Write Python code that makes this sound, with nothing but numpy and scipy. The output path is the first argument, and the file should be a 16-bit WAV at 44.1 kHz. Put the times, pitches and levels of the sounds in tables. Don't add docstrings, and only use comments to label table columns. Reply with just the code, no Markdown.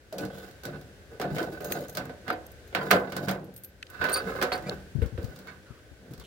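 import sys
import numpy as np
from scipy import signal
from scipy.fft import rfft, irfft, next_fast_len
from scipy.io import wavfile
from scipy.ndimage import map_coordinates

SR = 44100
rng = np.random.default_rng(int(sys.argv[2]) if len(sys.argv) > 2 else 0)


def store_wav(level_fs):
    pcm = np.round(np.clip(np.atleast_2d(level_fs), -1, 1) * 32767)
    wavfile.write(sys.argv[1], SR, pcm.T.astype(np.int16))


N = 276242
T = np.arange(SR // 2) / SR
KEY_OUT_S, DOOR_OPEN_S = 3.35, 4.8
FLEX_CUT_HZ, FLEX_HZ, BOOM_HZ, TICK_HZ = 135, 250, 800, 5000


def amp(db):
    return 10 ** (np.asarray(db) / 20)


def unit(x):
    return x / np.sqrt(np.mean(x ** 2) + 1e-20)


def struck(x, size=1400):
    return x / np.sqrt(np.mean(x[..., :size] ** 2) + 1e-20)


def along(points, hz):
    f, v = np.transpose(points)
    return np.interp(np.log(hz + 1), np.log(f + 1), v)


def fade(t60):
    return np.exp(-np.log(1000) * T / t60)


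def build(rise_s):
    return 1 - np.exp(-T / rise_s)


def panned(x, pan_db):
    return x * amp([[pan_db / 2], [-pan_db / 2]])


def add(track, s, x):
    part = track[:, max(round(s * SR), 0):][:, :x.shape[-1]]
    part += x[..., :part.shape[1]]


def band(x, hz, kind, order=3):
    edges = np.clip(hz, 10, SR / 2 - 100)
    return signal.sosfilt(signal.butter(order, edges, kind, fs=SR, output="sos"), x)


# f/Hz, left-right likeness (0-1)
ALIKE = [(50, 0.57), (130, 0.96), (300, 0.95), (640, 0.7), (1400, 0.084), (3100, 0), (7000, 0)]


def half_angle(hz):
    return np.arccos(np.clip(along(ALIKE, hz), -1, 1)) / 2


def noise(spectrum, size):
    m = next_fast_len(size)
    hz = np.fft.rfftfreq(m, 1 / SR)
    turn = half_angle(hz)
    shape = amp(along(spectrum, hz)) * [np.cos(turn), np.sin(turn)]
    mid, side = irfft(rfft(rng.standard_normal((2, m))) * shape, m)[:, :size]
    return unit(np.array([mid + side, mid - side]))


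def ring(modes, scatter_db):
    out = np.zeros((2, len(T)))
    for hz, db, t60 in modes:
        size, phase = amp(db + scatter_db * rng.normal()), rng.uniform(0, 2 * np.pi)
        split = rng.choice([-1, 1]) * half_angle(hz)
        angle = (2 * np.pi * hz * T + phase + np.array([[split], [-split]])).astype(np.float32)
        out += size * fade(t60) * np.sin(angle)
    return out


def wobble(rate):
    knots = rng.standard_normal(int(N * rate / SR) + 4)
    return map_coordinates(knots, [np.arange(N) * rate / SR])


def registers(x):
    flex, boom = band(x, FLEX_HZ, "low", order=5), band(x, [FLEX_HZ, BOOM_HZ], "band", order=5)
    return flex, boom, band(x, [BOOM_HZ, TICK_HZ], "band"), band(x, TICK_HZ, "high")


# f/Hz, relative level/dB,
# t60/s
PANEL = [(132.3, -3.5, 0.68), (149.3, 6, 0.28), (190.6, 2, 0.74), (248, -4, 0.24), (260.8, -0.5, 0.4),
         (286, 2, 0.11), (315.3, 0, 0.42), (352.2, -4.5, 0.55), (381, -3, 0.44), (423.7, 6, 0.18),
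         (453.7, 5, 0.3), (484.8, 2.5, 0.33), (505.6, 3, 0.37), (544, 2, 0.33), (563.7, 6, 0.24),
         (591.6, 0.5, 0.49), (629.5, 1, 0.42), (689, 0.5, 0.27), (735, 0.5, 0.33), (1026, -10, 0.25),
         (1244, -0.5, 0.27), (1383, 3, 0.23), (1502, 2.5, 0.19), (1653, -5, 0.14), (1770, -2, 0.17),
         (1904, -10, 0.38), (2030, -7, 0.15), (2150, -5.5, 0.22), (2317, -2.5, 0.15), (2560, -8, 0.14),
         (2766, -5, 0.16)]
# f/Hz, relative level/dB
SHELL = [(60, -25), (95, 0), (135, 3.5), (300, -5), (520, 1.5), (730, -4), (900, -6.5), (1300, -5),
         (1800, -4), (2600, -8.5), (4500, -8.5), (6200, -19), (10000, -24.5), (15000, -22.5)]
# f/Hz, t60/s
SHELL_DECAY = [(100, 0.22), (600, 0.58), (1800, 0.26), (4800, 0.12), (12000, 0.1)]


def door(modes_db=2):
    hz, t, z = signal.stft(noise(SHELL, len(T)), SR, nperseg=256)
    decay = np.exp(-np.log(1000) * t / along(SHELL_DECAY, hz)[:, None])
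    dense = signal.istft(z * decay, SR, nperseg=256)[1][:, :len(T)]
    return struck(dense) + amp(modes_db) * struck(ring(PANEL, scatter_db=4.5))


# f/Hz, relative spectral density/dB per Hz
AIR = [(20, -40), (37, -15), (59, -4), (114, -10), (166, -20.5), (420, -15), (560, -16), (700, -22.5),
       (988, -27), (1350, -23.5), (1530, -19), (1800, -22), (2410, -26.5), (4250, -30), (16000, -42.5)]
# t/s, level/dB
AIR_LEVEL = [(0.0, -62.5), (0.45, -57), (1.1, -58.5), (2.698, -57), (3.75, -63), (4.3, -51), (4.9, -57),
             (5.85, -60), (6.26, -61.5)]


def outdoors(rumble_db=6.0):
    level = amp(np.interp(np.arange(N) / SR, *np.transpose(AIR_LEVEL)))
    air = noise(AIR, N)
    rumble, hiss = band(air, 1040, "low"), band(air, 770, "high")
    return level * (panned(amp(rumble_db) * unit(rumble), 2.0) + unit(hiss))


# t/s, level/dB, f/Hz, t60/s, noise over tone/dB
TAPS = [(0.1251, -40, 630, 0.054, -18), (0.141, -40.5, 559, 0.2, -7), (0.204, -35.5, 302, 0.22, -6),
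        (1.721, -39, 2380, 0.014, 18), (1.797, -37.5, 579, 0.14, -8), (1.243, -36.5, 696, 0.091, -10),
        (1.411, -34.5, 333, 0.091, -8), (1.436, -39, 480, .08, -6), (1.473, -43, 697, 0.051, -13),
        (1.496, -45.5, 383, .08, -9), (1.526, -43, 324, .09, -3), (1.753, -39, 707, .08, -2),
        (1.818, -40.5, 517, 0.081, -9), (2.926, -28.5, 184.7, 0.21, -4.5), (2.957, -29.5, 496, 0.12, -13),
        (3.018, -36, 489, 0.069, -15), (4.352, -40, 511, 0.05, -6), (2.301, -32, 1250, 0.022, 4),
        (2.911, -22, 1740, 0.02, 10), (3.827, -43.5, 2570, 0.01, 14), (3.868, -59.5, 3800, 0.0087, 8),
        (4.0927, -46, 11960, 0.031, 2), (4.431, -38, 375.5, 0.12, -19), (4.688, -36.5, 480, 0.027, -4),
        (4.6952, -39.5, 4050, 0.0064, 3.5), (4.949, -57, 318.8, 0.11, 2), (5.018, -36, 466, 0.12, -6.5),
        (5.176, -43, 348, 0.15, -10), (5.178, -45, 524, 0.084, -9), (6.107, -48, 310, 0.12, -1.5),
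        (6.197, -71, 1100, 0.046, 5), (6.212, -58, 1080, 0.055, 14)]


def taps(edge_db=-21):
    out = np.zeros((2, N))
    for s, db, hz, t60, noisy_db in TAPS:
        colour = [(hz / 4, -40), (hz / 2, -14), (hz / np.sqrt(2), -2), (hz * 1.22, -2), (hz * 2, -18), (hz * 4, -32)]
        tap = unit(np.sin(2 * np.pi * hz * T)) + amp(noisy_db) * noise(colour, len(T))
        body = struck(tap * fade(t60) * build(0.0034))
        edge = band(rng.standard_normal((2, len(T))) * fade(0.0042), [hz, hz * 3], "band", order=2)
        add(out, s, amp(db) * panned(body + amp(edge_db) * struck(edge), 0.47))
    return out


# f/Hz, relative level/dB
CRACK = [(200, -20), (900, 9), (1800, 9.5), (3500, -0.5), (6000, -14.5), (10000, -19.5), (15000, -14.5)]
# t/s, boom level/dB, hardness (clack over boom)/dB, edge (tick over boom)/dB.
BLOWS = [(0.1255, -44, -7.5, -4.5), (0.1825, -45, -7, 5), (0.652, -48, 2.5, 6.5),
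         (1.1975, -34.5, -5.5, -12), (1.2135, -38.5, 3.5, -2.5), (1.364, -35, -4, -15),
         (1.3825, -32.5, -2.5, -10), (1.427, -43.5, -11, -1.5), (1.6045, -39, -8, -15),
         (1.9705, -39, 3.5, 3.5), (2.094, -43, -4, -20), (2.2795, -41, 4.5, -7), (2.301, -34.5, 0, -33),
         (2.726, -45.5, -6, -26), (2.7485, -35.5, 9.5, -4), (2.9065, -29, 5, -7), (2.911, -25.5, 7, 0),
         (3.1205, -44.5, 4.5, -1.5), (3.1645, -45, 8, 6.5), (3.283, -39, 6.5, -1), (3.29, -42, 8.5, 4),
         (3.31, -40, -9, -6), (4.0125, -42.5, 5, -12), (4.04, -39.5, 7.5, -2.5), (4.086, -37.5, 4.5, -11),
         (4.4135, -35.5, 4.5, -5), (4.4245, -39, 10.5, 6.5), (4.433, -47, 5.5, 1), (4.518, -35.5, 6, -20),
         (5.0185, -43, -1, -31), (5.176, -39, -8.5, -33), (5.471, -59.5, 10.5, 2.5)]
# t/s, tick level/dB before its trim
TICKS = [(0.133, -61), (0.25, -47.5), (0.51, -58), (0.634, -49), (0.812, -57.5), (1.349, -51), (1.356, -47),
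         (1.95, -42), (3.099, -55.5), (3.154, -59), (4.118, -43), (4.576, -51), (4.623, -57), (4.743, -63),
         (5.059, -54), (5.228, -57), (5.243, -51.5), (5.36, -53.5), (5.388, -54), (6.135, -53),
         (6.177, -58.5), (6.197, -51)]
TICK_EDGE_DB = 4
FLEX_DB, FLEX_PER_HARDNESS = -14.5, 0.11
CRACK_DB, CRACK_PER_HARDNESS = -8, 0.12


def contacts(crack_t60=0.012, tick_t60=0.014, flex_rise_s=0.0025, boom_rise_s=0.0013,
             shimmer_db=-6, shimmer_rise_s=0.0022, open_hz=540, count=8):
    out = np.zeros((2, N))
    answers = [registers(door()) for _ in range(count)]
    light = [(s, db - TICK_EDGE_DB, 0, TICK_EDGE_DB) for s, db in TICKS]
    size = len(T) // 10
    for k, (s, boom_db, hardness_db, edge_db) in enumerate(BLOWS + light):
        clack_db, tick_db = boom_db + hardness_db, boom_db + edge_db
        flex_db = boom_db + FLEX_DB + FLEX_PER_HARDNESS * hardness_db
        crack_db = clack_db + CRACK_DB + CRACK_PER_HARDNESS * hardness_db
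        flex, boom, clack, shimmer = answers[k % count]
        if s > DOOR_OPEN_S:
            boom = band(boom, open_hz, "low", order=6)

        bare = noise(CRACK, size) * build(0.003)[:size]
        crack = band(bare * fade(crack_t60)[:size], [BOOM_HZ, TICK_HZ], "band")
        tick = band(bare * fade(tick_t60)[:size], TICK_HZ, "high")
        add(out, s, panned(amp(crack_db) * struck(crack), -5.5) + amp(tick_db - 4) * struck(tick))

        body = amp(flex_db) * struck(band(flex, FLEX_CUT_HZ, "high") * build(flex_rise_s))
        body += panned(amp(boom_db) * struck(boom * build(boom_rise_s)), -1.0)
        body += panned(amp(clack_db - 4.0) * struck(clack * build(0.0022)), -5.0)
        body += amp(tick_db + shimmer_db) * struck(shimmer * build(shimmer_rise_s))
        add(out, s, body)
    return out


def slips(rate, spread_db):
    happens = rng.random(N) < rate / SR
    unevenness = amp(spread_db * np.minimum(rng.exponential(size=N), 2))
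    return happens * rng.standard_normal(N) * unevenness / np.sqrt(rate)


# start t/s, push t/s, release t/s, boom level/dB,
# flex over boom/dB, rasp over boom/dB, grit over boom/dB.
STROKES = [(0.16, 0.228, 0.31, -37.5, -0.5, -11.5, -23), (0.32, 0.402, 0.49, -48, -19, -7, -5.5),
           (0.65, 0.694, 0.77, -40.5, 2.5, -4, -19), (1.115, 1.12, 1.16, -49.5, -6, -12, -16),
           (1.227, 1.253, 1.306, -34, -2.5, -13, -32), (1.299, 1.33, 1.58, -41.5, 0, -6.5, -13),
           (1.375, 1.4, 1.45, -37.5, 0.5, -8, -16), (1.62, 1.722, 1.85, -36.5, -4.5, -8.5, -13.5),
           (1.754, 1.79, 1.93, -42.5, -5, -17, -16), (1.962, 1.98, 2.06, -41.5, 5, -3, -15),
           (2.267, 2.298, 2.294, -42.5, 1, -1, -16), (2.76, 2.817, 3.01, -35.5, -1.5, -8.5, -17),
           (2.924, 2.958, 2.98, -28, -4.5, -13, -24), (3.023, 3.055, 3.2, -41, -4, -7, -25),
           (3.142, 3.287, 3.356, -38, 4.5, -10.5, -13.5), (3.294, 3.31, 3.47, -44, 3, -23, -28),
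           (3.902, 3.949, 3.99, -55, -9, 8, -6), (4.002, 4.02, 4.19, -39.5, -10, 6, -10),
           (4.114, 4.167, 4.2, -43, -9, -3, -6), (4.223, 4.286, 4.56, -40.5, -3, -3, -13.5),
           (4.534, 4.55, 4.4, -32, -17, 6, -2), (4.642, 4.705, 4.77, -39, 0, -7, -19),
           (5.19, 5.228, 5.47, -53, 5, -5, -8), (5.475, 5.483, 5.54, -59, -10, 9.5, -10),
           (6.007, 6.134, 6.18, -58.5, 10, -7, -13)]
SWELL_DB, EASE_DB = 5.5, 6.5
STROKE_ATTACK_S = 0.048


def stroke_gain(levels_db, t60):
    time = np.arange(0, N, 32) / SR
    power = np.zeros(len(time))
    for (start, push, release, *_), level_db in zip(STROKES, levels_db):
        shape_db = np.interp(time, [start, push, release], [-SWELL_DB, 0, -EASE_DB])
        attack = np.clip((time - start) / STROKE_ATTACK_S + .5, 0, 1)
        decay = np.exp(-np.log(1000) * np.maximum(time - release, 0) / t60)
        power += (attack * decay * amp(level_db + shape_db)) ** 2
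    return np.interp(np.arange(N) / SR, time, np.sqrt(power))


# f/Hz, relative level/dB
RASP = [(700, 0), (950, 4.5), (1200, 7), (1560, 9.5), (2100, 2.5), (3200, -1), (5000, 0.5)]
SLIDE_T60 = [0.72, 0.4, 0.22, 0.19]
KEY_SLIPS_PER_S, HANDLE_SLIPS_PER_S, SLIP_SPREAD_DB, RASP_T60 = 330, 900, 1.9, 0.13


def sliding(jerk_db=2.0, boom_jerk_db=2.0, grit_t60=0.026):
    rate = np.where(np.arange(N) / SR < KEY_OUT_S, KEY_SLIPS_PER_S, HANDLE_SLIPS_PER_S)
    coarse = slips(rate=rate, spread_db=SLIP_SPREAD_DB)[None]
    fine = slips(rate=1800, spread_db=-3.0)[None]
    jerks = wobble(55)

    flex, boom, clack, _ = registers(door(modes_db=-1.5))
    rasp_colour = amp(along(RASP, np.fft.rfftfreq(len(T), 1 / SR)))
    rasp = irfft(rfft(clack * fade(RASP_T60)) * rasp_colour)[:, :len(T) // 4]
    grit = band(noise(CRACK, len(T)) * fade(grit_t60), TICK_HZ, "high")

    boom_db, flex_db, rasp_db, grit_db = np.transpose(STROKES)[3:]
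    levels_db = boom_db + flex_db, boom_db, boom_db + rasp_db, boom_db + grit_db
    drives, responses = (coarse, coarse, coarse, fine), (flex, boom, rasp, grit)
    layers = []
    for db, t60, drive, response in zip(levels_db, SLIDE_T60, drives, responses):
        driven = signal.fftconvolve(drive, response, axes=1)[:, :N]
        layers.append(stroke_gain(db, t60) * unit(driven))
    flex, boom, rasp, grit = layers
    return flex + amp(boom_jerk_db * jerks) * boom + amp(jerk_db * jerks) * (panned(rasp, -7.5) + grit)


# t/s, length/s, f/Hz,
# level/dB before pressure flutter, overtones/dB, roughness (0-1.1), glide as a share of the pitch
SQUEAKS = [(0.183, 0.03, 2490, -51, -21, 0.5, 0.041), (0.204, 0.046, 2990, -61, -32, 0.3, 0.0099),
           (0.306, 0.14, 3390, -60.5, -32, 0.8, 0.075), (1.312, 0.061, 151, -31, -27, 0, -0.02),
           (4.096, .022, 4120, -45, -25, 0.4, 0), (4.1277, 0.016, 4500, -38, 12.5, 0.05, 0.031),
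           (4.138, 0.011, 4560, -33, -2, 0.82, 0), (4.144, .005, 4610, -26, -21, 0.4, -0.013),
           (4.158, 0.024, 1256, -32, -8.5, 0.2, 0.043), (4.159, .008, 4500, -32, -20, 1, 0),
           (4.167, 0.014, 4600, -34, -2, 0.15, 0.029), (4.183, .012, 4610, -37.5, -16, 0, 0),
           (4.52, 0.026, 4390, -34, -30, 0.52, 0.0014), (4.548, 0.019, 4550, -42.5, -10, 0.8, -0.051),
           (4.639, 0.039, 1965, -51, -32, 0.25, .02), (4.663, 0.027, 2350, -48.5, -6.5, 0.5, .03),
           (5.474, 0.033, 2220, -52, -9, 0.1, .02), (5.479, 0.025, 1870, -52, -20, 0.6, -0.00082),
           (5.658, 0.071, 1380, -57.5, -17, 0.56, -.16), (5.733, 0.067, 1247, -61, -10, 1.1, -0.16),
           (6.206, .026, 3350, -59, -17, 0.8, 0.058), (6.237, 0.042, 3270, -54, -18, 1.1, 0.16)]
HALF_TONES_DB, FLUTTER_DB = -13, 6


def squeaks(t60=0.12, rise_s=0.0021, rough_db=2.0, jitter_rad=1.43, jitter_hz=260, third_db=-6, scrape_db=-6):
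    out = np.zeros((2, N))
    for s, length, hz, db, overtones_db, rough, glide in SQUEAKS:
        jitter, pressure, *flutter = (unit(band(rng.standard_normal(len(T)), jitter_hz, "low", order=2))
                                      for _ in range(4))
        progress = np.minimum(T / length, 1)
        ear_phase = np.array([[0], [np.pi / 5]])
        pitch = hz * (1 + glide * (progress - .5))
        phase = 2 * np.pi * np.cumsum(pitch) / SR + jitter_rad * rough * jitter + ear_phase
        driven = np.minimum(T / rise_s, 1) / (1 + np.exp(np.clip((T - length) / 0.0022, -50, 50)))

        second, third = (amp(FLUTTER_DB * rough * f) * np.sin(k * phase) for k, f in zip((2, 3), flutter))
        tone = np.sin(phase) + amp(overtones_db) * (second + amp(third_db) * third)
        halves = rough * amp(HALF_TONES_DB + overtones_db) * sum(np.sin(k * phase) for k in (1.5, 2.5, 3.5))
        hiss = unit(band(rng.standard_normal((2, len(T))), [hz / 2, hz * 3.5], "band", order=2))
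        scrape = np.sqrt(rough) * tone.std() * hiss
        voice = (driven + 0.66 * progress * fade(t60)) * tone + driven * (halves + amp(scrape_db) * scrape)
        add(out, s, amp(db + rough_db * pressure) * voice)
    return out


# t/s, level/dB
RATTLES = [(1.2135, -47), (1.246, -48), (1.39, -40), (1.415, -43), (1.438, -52), (1.9693, -44),
           (2.302, -39), (2.326, -43), (2.7493, -46), (2.79, -41), (2.812, -37.5), (2.912, -32),
           (2.926, -29.5), (2.947, -32.5), (2.964, -34.5), (3.034, -50), (3.1215, -53), (3.166, -45),
           (3.289, -43), (3.311, -42), (4.016, -44), (4.046, -40), (4.088, -36.5), (4.16, -35),
           (4.272, -40), (4.292, -39), (4.318, -39.5), (4.352, -43), (4.387, -37), (4.4146, -35.5),
           (4.432, -30.5), (4.454, -46), (4.52, -40), (4.547, -41), (4.575, -46), (4.712, -46.5)]
# f/Hz, relative level/dB, t60/s
LOCK = [(508, -1, 0.29), (692, 2, 0.27), (1011, -3, 0.25), (1397, 2.5, 0.12), (1532, 1, 0.13),
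        (1750, -2, 0.14), (1884, -7, 0.11), (2050, -6, 0.14), (2110, -14, 0.17), (3140, -9, 0.096),
        (4237, -22, 0.091), (4760, -10, 0.058)]
# f/Hz, relative level/dB, t60/s
LATCH = [(380.5, -1, 0.3), (486, -1.5, 0.31), (536, -1, 0.37), (600, -7, 0.14), (1045, 2.5, 0.065),
         (1146, -4.5, 0.11), (1258, -2.5, 0.18), (1327, -1, 0.18), (1570, -2.5, 0.17), (1677, -5, 0.097),
         (2130, -1, 0.085)]


def rattles(rise_s=0.00064, pan_db=-4):
    out = np.zeros((2, N))
    for s, db in RATTLES:
        modes = LOCK if s < KEY_OUT_S else LATCH
        knock = struck(ring(modes, scatter_db=3.5) * build(rise_s))
        add(out, s, amp(db) * panned(knock, pan_db))
    return out


# t/s, common level/dB, freedom to ring (0-1, scales t60), click/dB
CLINKS = [(1.607, -57, .15, -7), (1.62, -56, 0.4, -8.5), (1.645, -42.5, 1, -2.5), (1.712, -50, 0.6, -1),
          (1.7213, -33.5, 0.31, -7), (1.77, -59, 0.2, -3), (1.808, -54, 0.5, -12), (1.883, -54, 0.2, -0.5),
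          (1.896, -52, 0.5, 2.5), (1.927, -56, .7, -8), (2.054, -61, 0.07, 4.5), (2.328, -55, 0.2, -14),
          (2.466, -53.5, .07, -11.5), (2.518, -55.5, 0.1, -11), (2.675, -60, 0.4, -7),
          (2.911, -34, 0.03, -7), (3.2, -61, .3, -9), (3.313, -45, 0.07, -6), (3.444, -60, 0.3, -10),
          (3.54, -58, 0.7, -8), (3.563, -48.5, 0.5, -6.5), (3.577, -52.5, 1, -9), (3.636, -46, 0.9, -11),
          (3.646, -46, 0.3, -8), (3.901, -59, 0.39, 2)]
# f/Hz, relative level/dB, t60/s when free
HELD_KEY = [(4160, -15, 0.28), (6503, -10, 0.32), (8253, -14, 0.25), (13000, 0, 0.24), (13330, -4, 0.05),
            (15240, -11, .12)]
# f/Hz, relative level/dB, t60/s when free
FREE_KEY = [(8890, -0.5, 0.069), (11600, -4, 0.12), (12700, -0.5, 0.25), (13330, -1, 0.082),
            (14400, -12, .06)]
KEY_CLICK_T60 = 0.035


def keys(ring_db=-3, chatter_db=-9, chatter_t60=0.18):
    out = np.zeros((2, N))
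    for s, db, free, click_db in CLINKS:
        modes = np.array(HELD_KEY if s < KEY_OUT_S else FREE_KEY) * [1, 1, free]
        pair = np.vstack([modes, modes])
        pair[:, 0] *= 1 + .003 * rng.standard_normal(len(pair))
        tone = struck(ring(pair, scatter_db=4.5))
        chatter_noise = rng.standard_normal((2, len(T))) * fade(chatter_t60 * free)
        chatter = struck(band(chatter_noise, [12200, 15800], "band", order=2))
        click_noise = rng.standard_normal((2, len(T))) * fade(KEY_CLICK_T60)
        click = struck(band(click_noise, 3150, "high", order=2))
        add(out, s, amp(db) * (amp(ring_db) * tone + amp(chatter_db) * chatter + amp(click_db) * click))
    return out


# t/s, level/dB before the common trim, f/Hz,
# left over right/dB before the common lean
PUFFS = [(3.999, -30.5, 80, 9), (4.263, -22, 190, -3), (4.689, -30, 125, -5), (4.727, -27, 83.5, 5),
         (4.949, -25, 134, 28.5), (4.979, -19.5, 91, 20), (5.017, -13, 73, 13), (5.049, -22.5, 67.8, 23),
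         (5.121, -24.5, 119.6, 13), (5.142, -25.5, 75, 15), (5.181, -19.5, 81, -2),
         (5.237, -28.5, 114, 24.5), (5.277, -32.5, 68.6, 23), (5.7, -31.5, 118, 11), (5.911, -36.5, 69, 16),
         (6.107, -24.5, 131, -1), (6.185, -30.5, 71.5, 16)]


def puffs(level_db=-3, t60=0.089, rise_s=0.0051, rumble_db=-8):
    out = np.zeros((2, N))
    for s, db, hz, pan in PUFFS:
        rumble = noise([(30, -4), (70, 13.0), (200, 7.0), (500, -11), (1500, -48), (5000, -76)], len(T))
        puff = np.sin(2 * np.pi * hz * T) + amp(rumble_db) * rumble
        add(out, s, amp(db + level_db) * panned(puff * fade(t60) * build(rise_s), pan + 3))
    return out


def scene():
    return outdoors() + taps() + contacts() + sliding() + squeaks() + rattles() + keys() + puffs()


def favour(x, hz, q, gain):
    return x + gain * signal.lfilter(*signal.iirpeak(hz, max(q, 1), SR), x)


PORT_Q, TOP_HZ, EDGE_HZ = 24, 16100, 700


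def record(dry, port_hz=1535, port_gain=1.0, top_ring_hz=15650, top_ring_gain=0.43, low_cut_hz=38):
    coloured = favour(dry, port_hz, q=PORT_Q, gain=port_gain)
    coloured = favour(coloured, top_ring_hz, q=PORT_Q, gain=top_ring_gain)
    coloured = band(coloured, low_cut_hz, "high", order=3)
    m = next_fast_len(N + SR // 2)
    passed = np.clip((TOP_HZ - np.fft.rfftfreq(m, 1 / SR)) / EDGE_HZ + .5, 0, 1)
    return irfft(rfft(coloured, m) * passed, m)[:, :N]


dry = scene()
out = record(dry)
store_wav(out)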